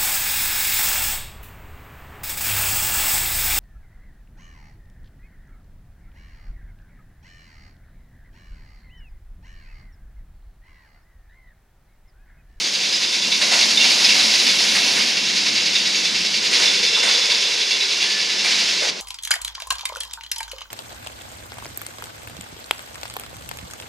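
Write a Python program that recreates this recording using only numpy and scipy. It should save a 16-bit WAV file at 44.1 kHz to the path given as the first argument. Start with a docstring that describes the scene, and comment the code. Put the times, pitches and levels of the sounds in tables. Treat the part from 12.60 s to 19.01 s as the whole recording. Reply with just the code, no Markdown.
"""A roller coaster train rolls along a steel track, heard through trees.
From the start a ratchet clanks about ten times a second as impacts ring the modes of the track, over a
hiss of many contacts and low rolling noise; harder clanks, fizz, humming supports and joint knocks follow.
Near 4 s wheels drone and a rail sings by rubbing, later a wheel squeals; at 6.3 s the clatter drops away."""
import sys
import numpy as np
from scipy import signal
from scipy.fft import rfft, irfft
from scipy.io import wavfile

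SR = 44100
rng = np.random.default_rng(int(sys.argv[2]) if len(sys.argv) > 2 else 0)


def log_audio(samples):
    """Write samples as a 16-bit WAV file to the path given in sys.argv[1]."""
    # one column per channel
    frames = np.atleast_2d(samples).T
    # limit to full scale, then quantise
    limited = np.clip(frames, -1, 1)
    pcm = np.round(limited * 32767).astype(np.int16)
    wavfile.write(sys.argv[1], SR, pcm)


N = 282486
TIME = np.arange(N) / SR
FREQS = np.fft.rfftfreq(N, 1 / SR)
DROP_S, DROP_DB = 6.303, -9
# the cars are in the open between these times
OPEN_S, HIDDEN_S = 0.59, 2.37


def amp(db):
    """Level: converts decibels to an amplitude ratio."""
    return 10 ** (np.asarray(db) / 20)


def unit(x):
    """Normalization: scales a signal to rms 1."""
    return x / np.sqrt(np.mean(x ** 2) + 1e-20)


def curve(rows):
    """Linear interpolation: a table of t/s and value, read at every sample."""
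    times, values = np.transpose(rows)
    return np.interp(TIME, times, values)


def across(points):
    """Logarithmic interpolation: a table of f/Hz and value, read at every frequency bin."""
    hz, value = np.transpose(points)
    return np.interp(np.log(FREQS + 1), np.log(hz), value)


def colour(x, spectrum):
    """Linear filtering: shapes white input by a spectrum and keeps its power."""
    return irfft(rfft(x) * unit(amp(across(spectrum))), N)


def wander(rate_hz):
    """Random modulation: noise through a Gaussian low-pass, rms 1."""
    lowpass = np.exp(-(FREQS / rate_hz) ** 2 / 2)
    return unit(irfft(rfft(rng.standard_normal(N)) * lowpass, N))


def contacts(per_s, spread_db):
    """Shot noise: a dense random train of tiny impacts of uneven size and sign, rms 1."""
    size = amp(spread_db * rng.random(N))
    sign = rng.choice([-1, 1], N)
    return unit(size * sign * (rng.random(N) < per_s / SR))


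def burst(s, rise, decay):
    """Impact envelope: the samples a blow at s lasts, and its rise and exponential decay of peak 1."""
    start = max(round(s * SR), 0)
    age = TIME[:min(N - start, SR // 2)]
    shape = (1 - np.exp(-age / rise)) * np.exp(-age / max(decay, rise))
    return slice(start, start + len(age)), shape / shape.max()


def sustain(start, end, rise, release=.04):
    """Exponential onset and release: rises towards 1 from start and dies away after end."""
    onset = 1 - np.exp(-np.maximum(TIME - start, 0) / rise)
    return onset * np.exp(-np.maximum(TIME - end, 0) / release)


def tone(hz, width_hz):
    """Narrow-band noise: a resonance kept going by rubbing, a fuzzy line of rms 1 that follows its pitch."""
    phase = 2 * np.pi * np.cumsum(hz * np.ones(N)) / SR
    return unit(wander(width_hz) * np.cos(phase) + wander(width_hz) * np.sin(phase))


def mode(hz, width):
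    """Resonance: a squared band-pass response, which gives one mode steep skirts."""
    return (1j * FREQS * width / (hz ** 2 - FREQS ** 2 + 1j * FREQS * width)) ** 2


# modes of the track steel: f/Hz, width/Hz, relative level/dB
TRACK_MODES = [(2270, 150, 1.5), (2731, 140, 5.5), (3532, 100, 7.5), (3920, 59, 9.5), (4455, 100, -0.5),
               (4720, 114, 6), (5060, 200, 0.5), (5450, 150, -11), (6580, 180, -1)]


def steel(x):
    """Modal superposition: white input rings the track modes and keeps its power."""
    response = sum(amp(db) * mode(hz, width) for hz, width, db in TRACK_MODES)
    return irfft(rfft(x) * response / np.sqrt(np.mean(abs(response) ** 2)), N)


# spectrum of the impact of steel on steel: f/Hz, relative level/dB
CLANK_SPECTRUM = [(60, -60), (500, -18), (1400, -12), (2200, 5.5), (3200, 3), (4600, 8), (5400, 4),
                  (6600, -4.5), (7400, -17), (9700, -16.5), (10800, -23), (15500, -36)]


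def clanks(rows, level_db, rise, decay, track_db, ring_db, ring_decay, ring_rise=0.0019, rough=0.43):
    """Impact excitation: a quick chatter of contacts shakes the track and leaves one part ringing."""
    power, ring = np.zeros((2, N))
    buzz = 1 + rough * (wander(rate_hz=37) + 1j * wander(rate_hz=110))  # the part rattles as it rings
    buzz /= np.sqrt(np.mean(abs(buzz) ** 2))
    for (s, db, hz, part_db), phase in zip(rows, rng.random(len(rows))):
        span, shape = burst(s, rise, decay)
        power[span] += (amp(db + level_db) * shape) ** 2
        span, shape = burst(s, ring_rise, ring_decay)
        carrier = np.exp(2j * np.pi * (hz * TIME[span] + phase))
        ring[span] += amp(part_db + ring_db) * shape * (buzz[span] * carrier).real
    envelope = np.sqrt(power)
    crack = colour(envelope * contacts(per_s=4000, spread_db=1.5), CLANK_SPECTRUM)
    track = steel(envelope * rng.standard_normal(N))
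    return crack + amp(track_db) * track + ring


def teeth(first_s=.037, spacing_s=.09728, slowing_s=.0000084):
    """Near-periodic motion: times the pawl drops, the spacing growing by slowing_s with each tooth."""
    tooth = np.arange(int(TIME[-1] / spacing_s) + 1)
    return first_s + tooth * (spacing_s + slowing_s * tooth / 2)


# strength of the ratchet: t/s, relative level/dB
RATCHET_STRENGTH = [(0, -23), (.85, -18.5), (1.15, -20.5), (2.5, -23), (3.05, -18.5), (4.2, -22.5),
                    (5.2, -21.5), (6.2, -23.5)]


def ratchet(jitter_s=0.00081, uneven_db=1.0, ring_uneven_db=2, detune=.01):
    """Repeated impact: the pawl drops and bounces once per tooth; each blow rings a mode, strong ones oftenest."""
    times = teeth()[teeth() < DROP_S]
    mode_hz, _, mode_db = np.transpose(TRACK_MODES)
    cumulative_odds = np.cumsum(amp(mode_db)) / amp(mode_db).sum()
    drop_and_bounce = [(0, 0), (0.018, -6.5)]  # delay/s, level/dB
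    rows = []
    for s in times:
        force_db = np.interp(s, *np.transpose(RATCHET_STRENGTH))
        for delay, loss_db in drop_and_bounce:
            late, hard, ringing, off = rng.standard_normal(4)
            db = force_db + loss_db + uneven_db * hard
            hz = mode_hz[np.searchsorted(cumulative_odds, rng.random())] * (1 + detune * off)
            rows.append((s + delay + jitter_s * late, db, hz, db + ring_uneven_db * ringing))
    return clanks(rows, level_db=-2.0, rise=0.00081, decay=0.029, track_db=-2.5, ring_db=-5.0, ring_decay=0.046)


# hardest clanks of steel on steel: t/s, relative level/dB, f/Hz of the part left ringing, its relative level/dB
HARD_CLANKS = [(.325, -32, 5010, -20.5), (.523, -30, 3570, -28), (.717, -21, 3550, -22),
               (1.007, -16, 4720, -25), (1.173, -19, 3620, -16), (1.2, -25, 2760, -18.5),
               (1.242, -15.5, 2900, -30), (1.442, -15, 5070, -16.5), (1.489, -16, 2710, -19),
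               (1.545, -19.5, 5140, -20), (1.59, -20, 3940, -18.5), (1.737, -14.5, 3940, -20),
               (1.789, -31, 3960, -18.5), (1.863, -15, 4520, -34), (1.991, -25, 5300, -23),
               (2.15, -21, 2207, -28), (2.761, -22, 4710, -32), (3.15, -25, 3690, -23),
               (3.344, -25, 2680, -28), (3.928, -16, 4050, -35.5), (4.028, -20.5, 3500, -27),
               (4.228, -18.5, 3600, -26), (4.487, -17.5, 3490, -29), (4.7, -19, 3560, -20),
               (5.106, -22, 2760, -26), (5.42, -20, 3430, -22), (5.844, -22.5, 2330, -29)]


def hard_clanks():
    """Impact excitation: the hardest clanks of steel on steel, many of them hard ratchet blows."""
    return clanks(HARD_CLANKS, level_db=0.25, rise=.0008, decay=0.04, track_db=-6,
                  ring_db=4.0, ring_decay=0.035, ring_rise=0.00063)


# how loudly the wheels run, followed by both hiss and roar: t/s, relative level/dB
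RUNNING_LEVEL = [(0, -21.5), (.75, -20.5), (1, -15.5), (1.14, -18.5), (1.28, -15), (1.55, -16.5),
                 (2.42, -17), (2.56, -20.5), (3.15, -20), (3.8, -21), (4.02, -16.5), (4.2, -20.5),
                 (4.6, -18), (5.08, -21), (5.75, -21), (5.95, -18), (6.3, -21)]
# spectrum of the wheel and chain contacts: f/Hz, relative level/dB
HISS_SPECTRUM = [(600, -42.5), (1400, -14.5), (2150, -4.5), (3200, -3), (4400, -.5), (5200, 0), (5700, -4),
                 (6500, -6.5), (7100, -13), (8200, -19), (9700, -21.5), (10700, -30.5), (12500, -33.5),
                 (15500, -43)]


def hiss(level_db=-1.1, ring_db=-10.5, flutter_db=0.75, ring_flutter_db=1.4, surge_db=0.23, surge_lag_s=0.029):
    """Shot noise: countless contacts of wheels and chain surge after each tooth; the track rings in fits."""
    turns = np.interp(TIME - surge_lag_s, teeth(), np.arange(len(teeth())))
    surge = surge_db * np.cos(2 * np.pi * turns)
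    level = amp(curve(RUNNING_LEVEL) + level_db + surge + flutter_db * wander(rate_hz=19))
    fits = amp(ring_db + ring_flutter_db * np.tanh(wander(rate_hz=3.2)))
    track = steel(level * fits * rng.standard_normal(N))
    return colour(level * contacts(per_s=12000, spread_db=6.5), HISS_SPECTRUM) + track


# cars knocking over rail joints: t/s, relative peak level/dB, decay/s,
# f/Hz of the car body's boom, boom level relative to the knock/dB
JOINT_KNOCKS = [(.809, -18, 0.03, 610, -10), (.913, -17.5, 0.056, 695, -6.5),
                (1.239, -25.5, 0.022, 800, -1.5), (1.549, -21.5, .083, 770, -10),
                (2.147, -17.5, 0.029, 645, -18), (2.358, -20.5, 0.036, 227, -6),
                (3.909, -22.5, .074, 506, -23), (3.988, -20.5, .08, 961, -17),
                (4.363, -26.5, 0.021, 1030, -1), (4.427, -18.5, 0.047, 560, -7.5),
                (4.467, -23, 0.026, 960, -3), (4.706, -25.5, 0.042, 990, -14), (5.414, -30, 0.038, 900, -5),
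                (5.838, -21, 0.057, 550, -17), (6.215, -22.5, 0.036, 530, -3), (6.24, -29, 0.025, 800, 0)]
# spectrum of the clatter at a joint: f/Hz, relative level/dB
KNOCK_SPECTRUM = [(40, -50), (90, -21), (220, -5.5), (600, -6.5), (1000, 0), (1350, -1), (2100, 9),
                  (3500, -7), (6000, -4), (9500, -10), (15000, -41)]


def knocks(level_db=-4, rise=0.0076, boom_db=-5.0, boom_width=0.38):
    """Impact and damped resonance: wheels drop over a joint with a broad clatter, and the car body booms."""
    power, boom = np.zeros((2, N))
    half_band = 1 + boom_width / 2
    for s, db, decay, hz, body_db in JOINT_KNOCKS:
        span, shape = burst(s, rise, decay)
        power[span] += (amp(db + level_db) * shape) ** 2
        body = signal.butter(2, [hz / half_band, hz * half_band], "band", fs=SR, output="sos")
        resonance = unit(signal.sosfilt(body, rng.standard_normal(len(shape))))
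        boom[span] += amp(db + body_db + boom_db) * shape * resonance
    return colour(np.sqrt(power) * contacts(per_s=5000, spread_db=10), KNOCK_SPECTRUM) + boom


def rubbed(start, end, hz, sag, db, fade, width_hz, release, ratio=1, rise=0.012):
    """Friction-driven vibration: a note of rubbed steel sets in quickly, then sinks in pitch and level."""
    age = np.maximum(TIME - start, 0)
    level = amp(db - fade * age) * sustain(start, end, rise, release)
    return tone(ratio * (hz - sag * age), width_hz) * level


# partials of the singing rail: frequency ratio, relative level/dB
RAIL_PARTIALS = [(1, -1), (.781, -8), (1.122, -7.5), (1.449, -6)]
# rubbed rail and squealing wheel: start t/s, end t/s, f/Hz, sag/(Hz/s), relative level/dB, fade/(dB/s)
RAIL_NOTE = (3.95, 4.85, 3520, 10, -24.3, 3)
WHEEL_SQUEAL = (5.42, 5.81, 1757, 45, -35.5, 9)


def singing(fitful_db=2.5):
    """Friction-driven vibration: the rail sings in fits with several partials; one wheel squeals thinly."""
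    rail = sum(amp(db) * rubbed(*RAIL_NOTE, width_hz=65, release=.45, ratio=ratio) for ratio, db in RAIL_PARTIALS)
    squeal = rubbed(*WHEEL_SQUEAL, width_hz=6, release=.04)
    return rail * amp(fitful_db * np.tanh(wander(rate_hz=10))) + squeal


# spectrum of the finest treble: f/Hz, relative level/dB
FIZZ_SPECTRUM = [(3000, -40), (6500, -20), (9600, 9), (10800, -2), (12800, -3), (15500, -30)]


def fizz(level_db=-40):
    """Shot noise and screening: the wheels' finest treble swells in, then dies as bushes hide the cars."""
    treble = colour(contacts(per_s=5000, spread_db=10), FIZZ_SPECTRUM)
    return treble * amp(level_db) * sustain(OPEN_S, HIDDEN_S, rise=0.5, release=0.21)


# spectra of the wheels' roar and the supports' rumble: f/Hz, relative level/dB
ROAR_SPECTRUM = [(40, -55), (150, -24), (330, -4.5), (490, 3.5), (700, 2), (850, 0.5), (1000, 3.5),
                 (1250, -4), (1700, -3.5), (3000, -62), (9000, -46)]
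RUMBLE_SPECTRUM = [(20, -38), (62, -35), (80, -23), (100, -16.5), (125, -7.5), (150, -6), (185, 1),
                   (240, 0), (320, 0), (450, -7), (900, -23), (4000, -70)]
# rumble of the supports: t/s, level/dB
SUPPORT_RUMBLE = [(0, -43.5), (1, -40), (2.3, -38.5), (4.1, -41.5), (4.6, -46), (5.6, -49.5), (5.95, -41.5),
                  (6.3, -45)]


def rolling(roar_db=-19.0, open_db=1, lumpy_db=-0.04):
    """Rolling noise: rough contact makes the wheels roar on the rails and the supports rumble under them."""
    roar_level = amp(curve(RUNNING_LEVEL) + roar_db + open_db * sustain(OPEN_S, HIDDEN_S, rise=.05))
    roar = colour(contacts(per_s=5000, spread_db=7.5), ROAR_SPECTRUM) * roar_level
    rumble = colour(rng.standard_normal(N), RUMBLE_SPECTRUM) * amp(curve(SUPPORT_RUMBLE))
    return roar * amp(lumpy_db * wander(rate_hz=10)) + rumble


# supports humming under the train: start t/s, end t/s, f/Hz, level/dB
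HUMMING_SUPPORTS = [(.6, 2.5, 240, -45), (2.6, 4.2, 188, -47.5), (5.35, 5.85, 200, -49)]
# pitch of the droning wheels, which rises and falls with their speed: t/s, f/Hz
DRONE_PITCH = [(4.05, 439.6), (4.45, 478), (4.8, 469), (5.35, 389), (6.2, 422)]


def droning(start_s=3.8, level_db=-38, fade_db_per_s=4.5):
    """Resonance: one support after another hums under the train; the wheels drone as it runs off."""
    hum = sum(amp(db) * tone(hz, width_hz=28) * sustain(start, end, rise=0.04)
              for start, end, hz, db in HUMMING_SUPPORTS)
    level = amp(level_db - fade_db_per_s * (TIME - start_s)) * sustain(start_s, TIME[-1], rise=.07)
    return hum + level * tone(curve(DRONE_PITCH), width_hz=70)


# brightness of the metal: t/s, gain one octave above the pivot/dB
METAL_BRIGHTNESS = [(0, .8), (1.8, 0.56), (2.4, -1), (3.5, 0), (6.3, -0.85)]


def brighten(x, pivot_hz=4000):
    """Spectral tilt: the balance turns about a pivot as the brightness changes."""
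    octaves = np.log2(np.clip(FREQS / pivot_hz, 1 / 2, 4))
    return x + (amp(curve(METAL_BRIGHTNESS)) - 1) * irfft(rfft(x) * octaves, N)


def scatter(x, t60):
    """Diffuse reflection: trunks and trestles return many faint echoes, equally strong at all frequencies."""
    age = TIME[:SR // 2]
    taps = rfft(rng.standard_normal(len(age)) * amp(-60 * age / t60))
    return signal.fftconvolve(x, irfft(taps / abs(taps)))[:N]


# two close receivers: f/Hz, likeness (0 to 1)
PORT_LIKENESS = [(60, .6), (130, .93), (290, .78), (640, .65), (1410, .78), (3100, .91), (4200, .965),
                 (6820, .96), (15000, .97)]
# f/Hz, left minus right level/dB
PORT_LEAN = [(30, 0), (92, 8), (140, 10), (210, 9.5), (330, 8), (500, 4.5), (1170, -1), (1790, -3.5),
             (2740, -3.5), (4190, -.5), (6410, 0)]
# f/Hz, phase by which left leads/rad
PORT_LEAD = [(100, -.2), (250, -.3), (430, -.6), (780, -.7), (1460, -.5), (2070, -.3), (3450, .08),
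             (6290, -.06), (8100, 0)]


def ports(x):
    """Spatial coherence: two close ports hear nearly the same sound, level and phase differing by frequency."""
    same = np.clip(across(PORT_LIKENESS), 0, 1)
    common = rfft(x) * np.sqrt((1 + same) / 2)
    diffuse = rfft(scatter(x, t60=.3)) * np.sqrt((1 - same) / 2)
    # half of each difference goes to either side
    lean = amp(across(PORT_LEAN) / 2) * np.exp(.5j * across(PORT_LEAD))
    pair = np.array([(common + diffuse) * lean, (common - diffuse) / lean])
    return irfft(pair / (abs(lean + 1 / lean) / 2), N)


def scene(echo_db=-12):
    """Superposition: the clatter and its echoes drop abruptly near the end, over the low rolling and drone."""
    blows = brighten(ratchet()) + hard_clanks() + knocks()
    echoes = amp(echo_db) * scatter(blows, t60=0.38)
    metal = blows + echoes + brighten(hiss()) + fizz() + singing()
    metal *= amp(np.interp(TIME, [DROP_S - .004, DROP_S + 0.0053], [0, DROP_DB]))
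    return ports(metal + rolling() + droning())


def record(dry):
    """Clipping and band limiting: flattens any peaks beyond 0.92, then low-passes at 15.7 kHz."""
    clipped = np.clip(dry, -.92, .92)
    lowpass = signal.firwin(511, 15700, window=("kaiser", 9), fs=SR)
    return signal.oaconvolve(clipped, lowpass[None], "same")


dry = scene()
out = record(dry)
log_audio(out)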